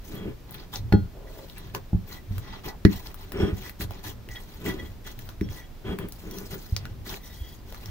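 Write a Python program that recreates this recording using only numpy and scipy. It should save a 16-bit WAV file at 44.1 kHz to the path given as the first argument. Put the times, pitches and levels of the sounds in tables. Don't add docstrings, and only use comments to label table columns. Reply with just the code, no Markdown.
import sys
import numpy as np
from scipy import signal
from scipy.fft import rfft, irfft
from scipy.io import wavfile
from scipy.ndimage import uniform_filter1d

SR = 44100
rng = np.random.default_rng(int(sys.argv[2]) if len(sys.argv) > 2 else 0)


def digitize_waveform(pressure):
    field = np.atleast_2d(pressure).T
    bounded = np.clip(field, -1, 1)
    quanta = np.round(bounded * 32767).astype(np.int16)
    wavfile.write(sys.argv[1], SR, quanta)


N = 348390
TOP_HZ = 15750


def gain_of(db):
    return 10 ** (np.asarray(db) / 20)


def evened(x):
    return x / np.sqrt(np.mean(x ** 2) + 1e-20)


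def read(points, hz):
    point_hz, value = np.transpose(points)
    return np.interp(np.log(hz + 1), np.log(point_hz + 1), value)


def add(mix, start_s, sound):
    part = mix[round(start_s * SR):][:len(sound)]
    part += sound[:len(part)]


def shape(x, gain):
    size = x.shape[-1]
    return irfft(rfft(x) * gain(np.fft.rfftfreq(size, 1 / SR)), size)


def flutter(span_s, depth_db):
    wander = evened(uniform_filter1d(rng.standard_normal(N), int(span_s * SR)))
    return evened(gain_of(depth_db * wander))


def ring(modes):
    t = np.arange(SR // 3) / SR
    return sum(gain_of(db - 60 * t / t60) * np.sin(2 * np.pi * hz * t) for hz, db, t60 in modes)


def damped(modes, factor):
    return [(hz, db, factor * t60) for hz, db, t60 in modes]


def blow(response, contact_s):
    push = np.hanning(int(np.clip(contact_s, .0001, .03) * SR) + 3)
    body = signal.fftconvolve(response, push)
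    return body / abs(body).max()


ATTACK_S, RELEASE_S, LEAD_S = 0.027, 0.049, 0.013
SWELL = 0.21


def effort(*parts, ramps=1):
    power = np.zeros(N)
    for strokes, offset_db in parts:
        for start_s, length_s, db in strokes:
            t = np.arange(0, max(length_s, .01) + ramps * (LEAD_S + RELEASE_S), 1 / SR)
            rise = t / (ATTACK_S + SWELL * length_s)
            fall = (t[-1] - t) / (RELEASE_S + SWELL * length_s)
            swell = np.clip(np.minimum(rise, fall) / ramps, 0, 1)
            gain = gain_of(db + offset_db) * np.sin(np.pi / 2 * swell) ** 2
            add(power, max(start_s - ramps * LEAD_S, 0), gain ** 2)
    return np.sqrt(power)


def layers(strokes):
    main = [row[:3] for row in strokes]
    upper = [(start_s, length_s, db + upper_db) for start_s, length_s, db, upper_db in strokes]
    return main, upper


# frequency in Hz, relative level in dB per Hz.
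AIR_COLOUR = [(12, -61), (20, 5.5), (104, -7), (1170, -29.5), (2950, -34.5), (3290, -34), (5750, -38),
              (8270, -44.5), (10900, -44.5), (13700, -38), (15700, -36.5)]
AIR_DB = -43
# frequency in Hz, likeness from 0 to 1.
PORT_LIKENESS = [(60, .85), (400, .6), (2000, .3), (15000, .1)]


def air():
    left, other = rng.standard_normal((2, N))
    same = lambda hz: np.clip(read(PORT_LIKENESS, hz), -1, 1)
    right = shape(left, same) + shape(other, lambda hz: np.sqrt(1 - same(hz) ** 2))
    colour = lambda hz: gain_of(read(AIR_COLOUR, hz)) * (hz < TOP_HZ)
    return gain_of(AIR_DB) * evened(shape(np.array([left, right]), colour))


# frequency in Hz, t60 in seconds.
ROOM_T60 = [(200, .15), (2000, .12), (15000, .08)]
# frequency in Hz, gain in dB.
ROOM_COLOUR = [(100, -11.5), (400, 0), (3000, -10.5), (15000, -2.5)]


def room(x):
    taps = np.zeros((2, SR // 2))
    at = np.arange(120, SR // 2 - 20, 20)
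    at = at + rng.integers(0, 20, (2, len(at)))
    np.put_along_axis(taps, at, rng.choice([-1., 1.], at.shape), 1)
    hz, t, bands = signal.stft(taps, SR, nperseg=256)
    fade = gain_of(-60 * t / read(ROOM_T60, hz)[:, None])
    tail = signal.istft(bands * fade, SR, nperseg=256)[1]
    wet = signal.fftconvolve(x[None], tail / np.linalg.norm(tail[0]), axes=1)[:, :N]
    return shape(wet, lambda f: gain_of(read(ROOM_COLOUR, f)))


# frequency in Hz, relative level in dB, undamped t60 in seconds.
TABLE_MODES = [(65.8, -32, 0.53), (103.3, -1, 0.072), (180.6, -11.5, 0.23), (202.4, -1, 0.16),
               (281.5, -12, 0.055), (321, 7.5, 0.037), (395, -6, 0.053), (479, -16, 0.17)]
# start in seconds, level in dB before the
# signed factor, contact time in seconds, signed factor setting strength and polarity of the thump.
TABLE_THUMPS = [(0.922, 5.5, 0.0059, -0.17), (.936, 1, 0.003, 0.55), (.945, -5, 0.0062, 0.63),
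                (1.93, 1.5, 0.005, 0.19), (1.946, -4.5, 0.0065, 0.47), (2.308, -25.5, 0.006, -1.17),
                (2.85, 6, 0.0035, -0.61), (3.431, -11.5, 0.0042, 1), (3.528, -12.5, 0.0075, -0.52),
                (3.8, -19, 0.0036, -0.45), (4.278, -32, 0.0015, -0.64), (4.687, -18, 0.0062, -0.32),
                (5.413, -5, 0.0034, 0.41), (6.723, -16.5, 0.0092, -0.98), (6.951, -22, 0.0034, -0.083),
                (7.409, -28, 0.016, -1.26)]


def thumps():
    out = np.zeros(N)
    table = signal.lfilter([1, -1], [1, -np.exp(-2 * np.pi * 90 / SR)], ring(TABLE_MODES))
    for start_s, db, contact_s, signed_factor in TABLE_THUMPS:
        add(out, start_s, signed_factor * gain_of(db) * blow(table, contact_s))
    return out


# start in seconds, length in seconds, level in dB.
WEIGHT_STROKES = [(.771, 0.14, -36), (.962, 0.096, -32.5), (1.537, 0.34, -49), (1.997, 0.036, -38),
                  (2.282, 0.13, -35), (2.891, 0.062, -37), (3.799, 0.11, -35.5), (4.033, 0.17, -41.5),
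                  (4.279, 0.055, -39.5), (4.742, 0.19, -43.5), (5.15, 0.2, -45), (5.395, 0.12, -33),
                  (6.727, 0.31, -38.5), (7.809, 0.26, -42)]
# start in seconds, length in seconds, level in dB.
SLIDE_STROKES = [(.08, 0.24, -38.5), (1.742, 0.0083, -34.5), (3.31, 0.21, -30.5), (3.39, 0.034, -25),
                 (3.799, 0.025, -40), (4.577, 0.29, -40), (4.643, 0.062, -30), (5.395, 0.16, -53),
                 (5.842, 0.096, -31.5), (5.98, 0.064, -35), (6.2, 0.27, -41.5), (6.5, 0.061, -40.5)]
SLIDE_ROCKS_DB, SQUISH_ROCKS_DB = -10, -5.5
SQUISH_DRAGS_DB = -1
TABLE_DAMPING = 0.72


def drag():
    squeeze = layers(SQUEEZES)[0]
    weight = signal.fftconvolve(rng.standard_normal(N), ring(TABLE_MODES[:2]))[:N]
    jolts = signal.lfilter([1], [1, -.95], rng.standard_normal(N)) * flutter(.02, 2.)
    jolts = signal.fftconvolve(jolts, ring(damped(TABLE_MODES[2:], TABLE_DAMPING)))[:N]
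    rocking = effort((WEIGHT_STROKES, 0), (SLIDE_STROKES, SLIDE_ROCKS_DB), (squeeze, SQUISH_ROCKS_DB))
    dragging = effort((SLIDE_STROKES, 0), (squeeze, SQUISH_DRAGS_DB))
    return rocking * evened(weight) + dragging * evened(jolts)


# frequency in Hz, relative level in dB per Hz.
SCRAPE_COLOUR = [(200, -2), (500, -6), (1300, -2.5), (3000, -7), (6000, -28), (15700, -28)]
SLIDE_SCRAPES_DB = -11.5


def scrape():
    grit = rng.standard_normal(N) * flutter(0.0018, 0.99)
    rasp = shape(grit, lambda hz: gain_of(read(SCRAPE_COLOUR, hz)))
    return effort((SLIDE_STROKES, SLIDE_SCRAPES_DB)) * evened(rasp)


# frequency in Hz, relative level when tapped in dB,
# free t60 in seconds.
GLASS_MODES = [(510, -18, .06), (829, 4, .09), (1245, -20, .2), (1437, -6, .3), (1960, -21, .34),
               (2640, -20, .1), (3295, -20, .32), (3710, -30, .26), (4258, -10, .3), (4810, -30, .2),
               (5545, -26, .25), (5880, -35, .25)]
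# start in seconds, peak level in dB, contact time in seconds
# (blow holds it to 0.1 ms or more).
GLASS_TAPS = [(.9235, -15, 0.00008), (.9380, -29, 0.00033), (.9477, -28.5, 0.00023), (1.93, -31.5, .001)]


def knocks():
    out = np.zeros(N)
    response = ring(GLASS_MODES) + 2.5 * ring(damped(GLASS_MODES, .12))
    for start_s, db, contact_s in GLASS_TAPS:
        add(out, start_s, gain_of(db) * blow(response, contact_s))
    return out


# start in seconds, length in seconds,
# level in dB before the skid joins.
PEEL_STROKES = [(510, -29, [(1.13, .32, -53.5)]), (829, -17, [(2.67, 0.081, -50.5)]),
                (1960, -15, [(1.27, 0.014, -55.5), (2.09, 0.096, -55), (2.43, 0.099, -61.5),
                (3.645, 0.023, -46.5), (4.287, 0.047, -51.5), (4.345, 0.045, -52.5), (4.66, 0.043, -40),
                (4.785, 0.015, -48), (4.845, 0.034, -59), (5.045, 0.047, -59), (5.553, 0.098, -56),
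                (7.2, 0.14, -61), (7.43, 0.085, -63)]), (3295, -18.5, [(.15, 0.099, -58.5),
                (3.38, 0.11, -49), (4.352, 0.019, -44.5), (4.68, 0.083, -60), (4.788, 0.0081, -51.5),
                (4.845, 0.019, -58.5), (5.048, 0.029, -57), (5.44, 0.072, -61), (5.625, 0.037, -62),
                (5.85, 0.08, -51), (5.99, 0.045, -55), (6.305, 0.034, -57.5), (7.33, 0.087, -61),
                (7.43, 0.11, -57)]), (3710, -23.5, [(7.23, 0.1, -60)]), (4810, -28, [(7.35, .25, -67)]),
                (5545, -25, [(3.37, 0.11, -56), (5.41, 0.04, -57.5), (7.325, 0.035, -61)]),
                (5880, -19, [(6.3, 0.087, -58.5), (7.23, 0.047, -57)])]
PEEL_RAMPS = 0.087
SLIME_DAMPING, SKID_DAMPING, SKID_DB = .2, .04, -3
PEEL_SPILL_DB = -16
POP_TUG_DB = -17
SLIP_S, SLIP_DB = .005, 3.5


def rub(bursts):
    out = 0
    squeeze = layers(SQUEEZES)[0]
    spilling = [stroke for row in PEEL_STROKES[2:] for stroke in row[2]]
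    for mode_hz, squeeze_db, strokes in PEEL_STROKES:
        mode = [min(GLASS_MODES, key=lambda row: abs(row[0] - mode_hz))]
        spill_db = PEEL_SPILL_DB + squeeze_db - PEEL_STROKES[2][1]
        gain = effort((strokes, 0), (spilling, spill_db), ramps=PEEL_RAMPS)
        gain = gain + effort((squeeze, squeeze_db))
        for factor, db in (SLIME_DAMPING, 0), (SKID_DAMPING, SKID_DB):
            response = ring(damped(mode, factor))
            slips = rng.standard_normal(N) * flutter(SLIP_S, SLIP_DB) * gain
            tugs = slips + gain_of(squeeze_db + POP_TUG_DB) * bursts
            out = out + signal.oaconvolve(tugs * gain_of(db), response / np.linalg.norm(response))[:N]
    return out


# start in seconds, peak level in dB, pitch in Hz,
# snap above the hollow puff in dB.
AIR_POCKETS = [(0.509, -26, 1510, 34), (0.524, -30, 5000, 15), (0.543, -24, 2030, 12),
               (0.7575, -19.5, 5900, -24), (0.9251, -15, 1600, -13), (1.498, -29.5, 3830, -3),
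               (1.581, -25, 1900, 9.5), (1.7484, -16.5, 1110, -10.5), (2.381, -21, 1340, 2),
               (2.8506, -7.5, 2010, -20), (3.0697, -28, 4950, -14), (3.143, -24.5, 1160, 5),
               (3.32, -22.5, 1400, 1), (3.695, -22, 1820, 1), (3.8085, -19.5, 1870, 3),
               (3.908, -24.5, 840, -0.5), (4.288, -28.5, 2000, -2.5), (5.1903, -24.5, 1720, 0.5),
               (5.2895, -26.5, 1030, -5), (5.4102, -24.5, 2030, -9), (5.488, -30, 2100, -21),
               (5.9872, -18, 1440, 2), (6.086, -27.5, 1940, 14), (6.122, -25.5, 5900, 6.5),
               (6.311, -28, 5800, 3), (6.385, -23, 6100, 1.5), (6.7642, -14, 5650, -9.5),
               (6.8535, -24.5, 1460, -8), (7.093, -25, 5400, -13), (7.142, -26.5, 2000, -19),
               (7.724, -28, 566, -7), (7.745, -28.5, 1300, -4), (7.858, -28, 5800, -5)]
POP_FOCUS, POP_BROAD = 5., .2
POP_T60, POP_RISE_S = 0.0086, 0.0012
POP_SPREAD = 0.71


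def pops():
    out, t = np.zeros((2, N)), np.arange(2048) / SR
    fade = gain_of(-60 * t / POP_T60) * np.minimum(t / POP_RISE_S, 1)
    for start_s, db, pitch_hz, snap_db in AIR_POCKETS:
        puffs = rng.standard_normal((3, 2048))
        puff = np.sqrt(1 - POP_SPREAD ** 2) * puffs[0] + POP_SPREAD * puffs[1:]
        band = lambda hz: (hz > 500) / (1 + (hz / 6200) ** 8)
        peak = lambda hz: 1 / (1 + (POP_FOCUS * np.log((hz + 1) / pitch_hz)) ** 2)
        hollow = shape(puff, lambda hz: band(hz) * (POP_BROAD + peak(hz)))
        snap = shape(puff, lambda hz: 1 / (1 + (9500 / (hz + 1)) ** 6))
        burst = fade * (evened(hollow) + gain_of(snap_db) * evened(snap))
        add(out.T, start_s, gain_of(db) * burst.T / abs(burst).max())
    return out


def bubbles(count=14):
    out = np.zeros(N)
    for hz in np.geomspace(700, 14000, count):
        turns = np.arange(int(6 * SR / hz)) * hz / SR
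        chirp = turns * np.exp(-turns) * np.sin(2 * np.pi * turns * (1 + .03 * turns))
        sizes = gain_of(4 * np.minimum(rng.exponential(1, N), 3.5))
        sizes = sizes * (rng.random(N) < 90 / SR)
        out += signal.oaconvolve(sizes, hz * chirp)[:N]
    return evened(out)


PATCH_DB = 3


def patchy(x):
    z = signal.stft(x, nperseg=256, noverlap=192)[2]
    patches = rng.standard_normal(z.shape[:0:-1]).T
    patches = uniform_filter1d(patches, size=4, axis=0)
    patches = evened(uniform_filter1d(patches, size=16, axis=1))
    return signal.istft(z * gain_of(PATCH_DB * patches), nperseg=256, noverlap=192)[1][:, :N]


# frequency in Hz, relative level in dB per Hz.
WET_COLOUR = [(400, -15), (800, 11), (2000, 5), (4000, 7), (6500, -12.5), (8300, -28), (11000, -29.5),
              (12500, -26.5), (15700, -24)]
# start in seconds, length in seconds, wet squish level in dB,
# fizz above the squish in dB.
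SQUEEZES = [(0, 0.17, -56.5, 1.5), (.48, 0.15, -50.5, -18), (.724, 0.036, -45.5, -2.5),
            (1.245, 0.3, -58, -0.5), (1.537, 0.15, -53, -12), (1.742, 0.014, -49.5, -2),
            (2.066, 0.095, -51.5, 0), (2.282, 0.16, -55.5, -4), (2.4, 0.19, -49, -22),
            (2.641, 0.039, -39.5, -6.5), (2.891, .1, -47, -3.5), (3.017, 0.08, -52, -1.5),
            (3.157, 0.13, -55.5, -5), (3.535, 0.16, -48, -3.5), (3.799, 0.015, -39.5, 1.5),
            (3.877, 0.13, -52.5, -11), (4.033, 0.062, -43.5, -2), (4.279, 0.17, -58, 1.5),
            (4.4, 0.54, -57.5, -2.5), (4.643, 0.051, -41.5, -2.5), (5.046, 0.052, -47, -1.5),
            (5.15, 0.17, -58.5, -1), (5.495, 0.09, -50, 0.5), (6.1, 0.2, -62, 5), (6.284, 0.21, -57, 4),
            (6.5, 0.024, -43.5, -0.5), (6.546, 0.2, -58.5, 5), (6.727, 0.2, -56.5, -17),
            (7.05, 0.099, -42, -2), (7.18, 0.38, -63, 8.5), (7.654, 0.17, -54.5, -3),
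            (7.809, 0.1, -53, -4.5)]
SPREAD = .8


def squish():
    wet = lambda hz: gain_of(read(WET_COLOUR, hz)) * (hz < TOP_HZ)
    upper = lambda hz: 1 / (1 + (8500 / (hz + 1)) ** 6)
    hiss = rng.standard_normal((3, N))
    hiss = np.sqrt(1 - SPREAD ** 2) * hiss[0] + SPREAD * hiss[1:]
    source = patchy((hiss + .65 * bubbles()) * flutter(.012, 3.))
    body = evened(shape(source, lambda hz: wet(hz) * (1 - upper(hz))))
    fizz = evened(shape(source, lambda hz: wet(hz) * upper(hz)))
    squeeze, finest = layers(SQUEEZES)
    return effort((squeeze, 0)) * body + effort((finest, 0)) * fizz


# frequency in Hz, left minus right in dB.
PORT_TILT = [(3000, 0), (6000, 1), (9000, 4), (13000, 6)]
LAG_S = 0.00014
NEAR_LAG_S = .00005


def scene():
    below_top = lambda hz: hz < TOP_HZ
    aside = shape(thumps() + drag() + scrape(), below_top) + squish()
    bursts = pops()
    ahead = shape(rub(bursts[0]), below_top) + knocks() + bursts
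    late = lambda lag_s: lambda hz: np.exp(-2j * np.pi * hz * np.array([[0], [lag_s]]))
    direct = shape(aside, late(LAG_S)) + shape(ahead, late(NEAR_LAG_S))
    reflected = room(aside[0] + ahead[0])
    side = np.array([[.5], [-.5]])
    return shape(direct + reflected, lambda hz: gain_of(side * read(PORT_TILT, hz))) + air()


EDGE_HZ = 16700


def record(dry):
    low_pass = signal.firwin(511, EDGE_HZ, window=("kaiser", 9), fs=SR)
    return signal.oaconvolve(np.clip(dry, -1, 1), low_pass[None], "same")


dry = scene()
out = record(dry)
digitize_waveform(out)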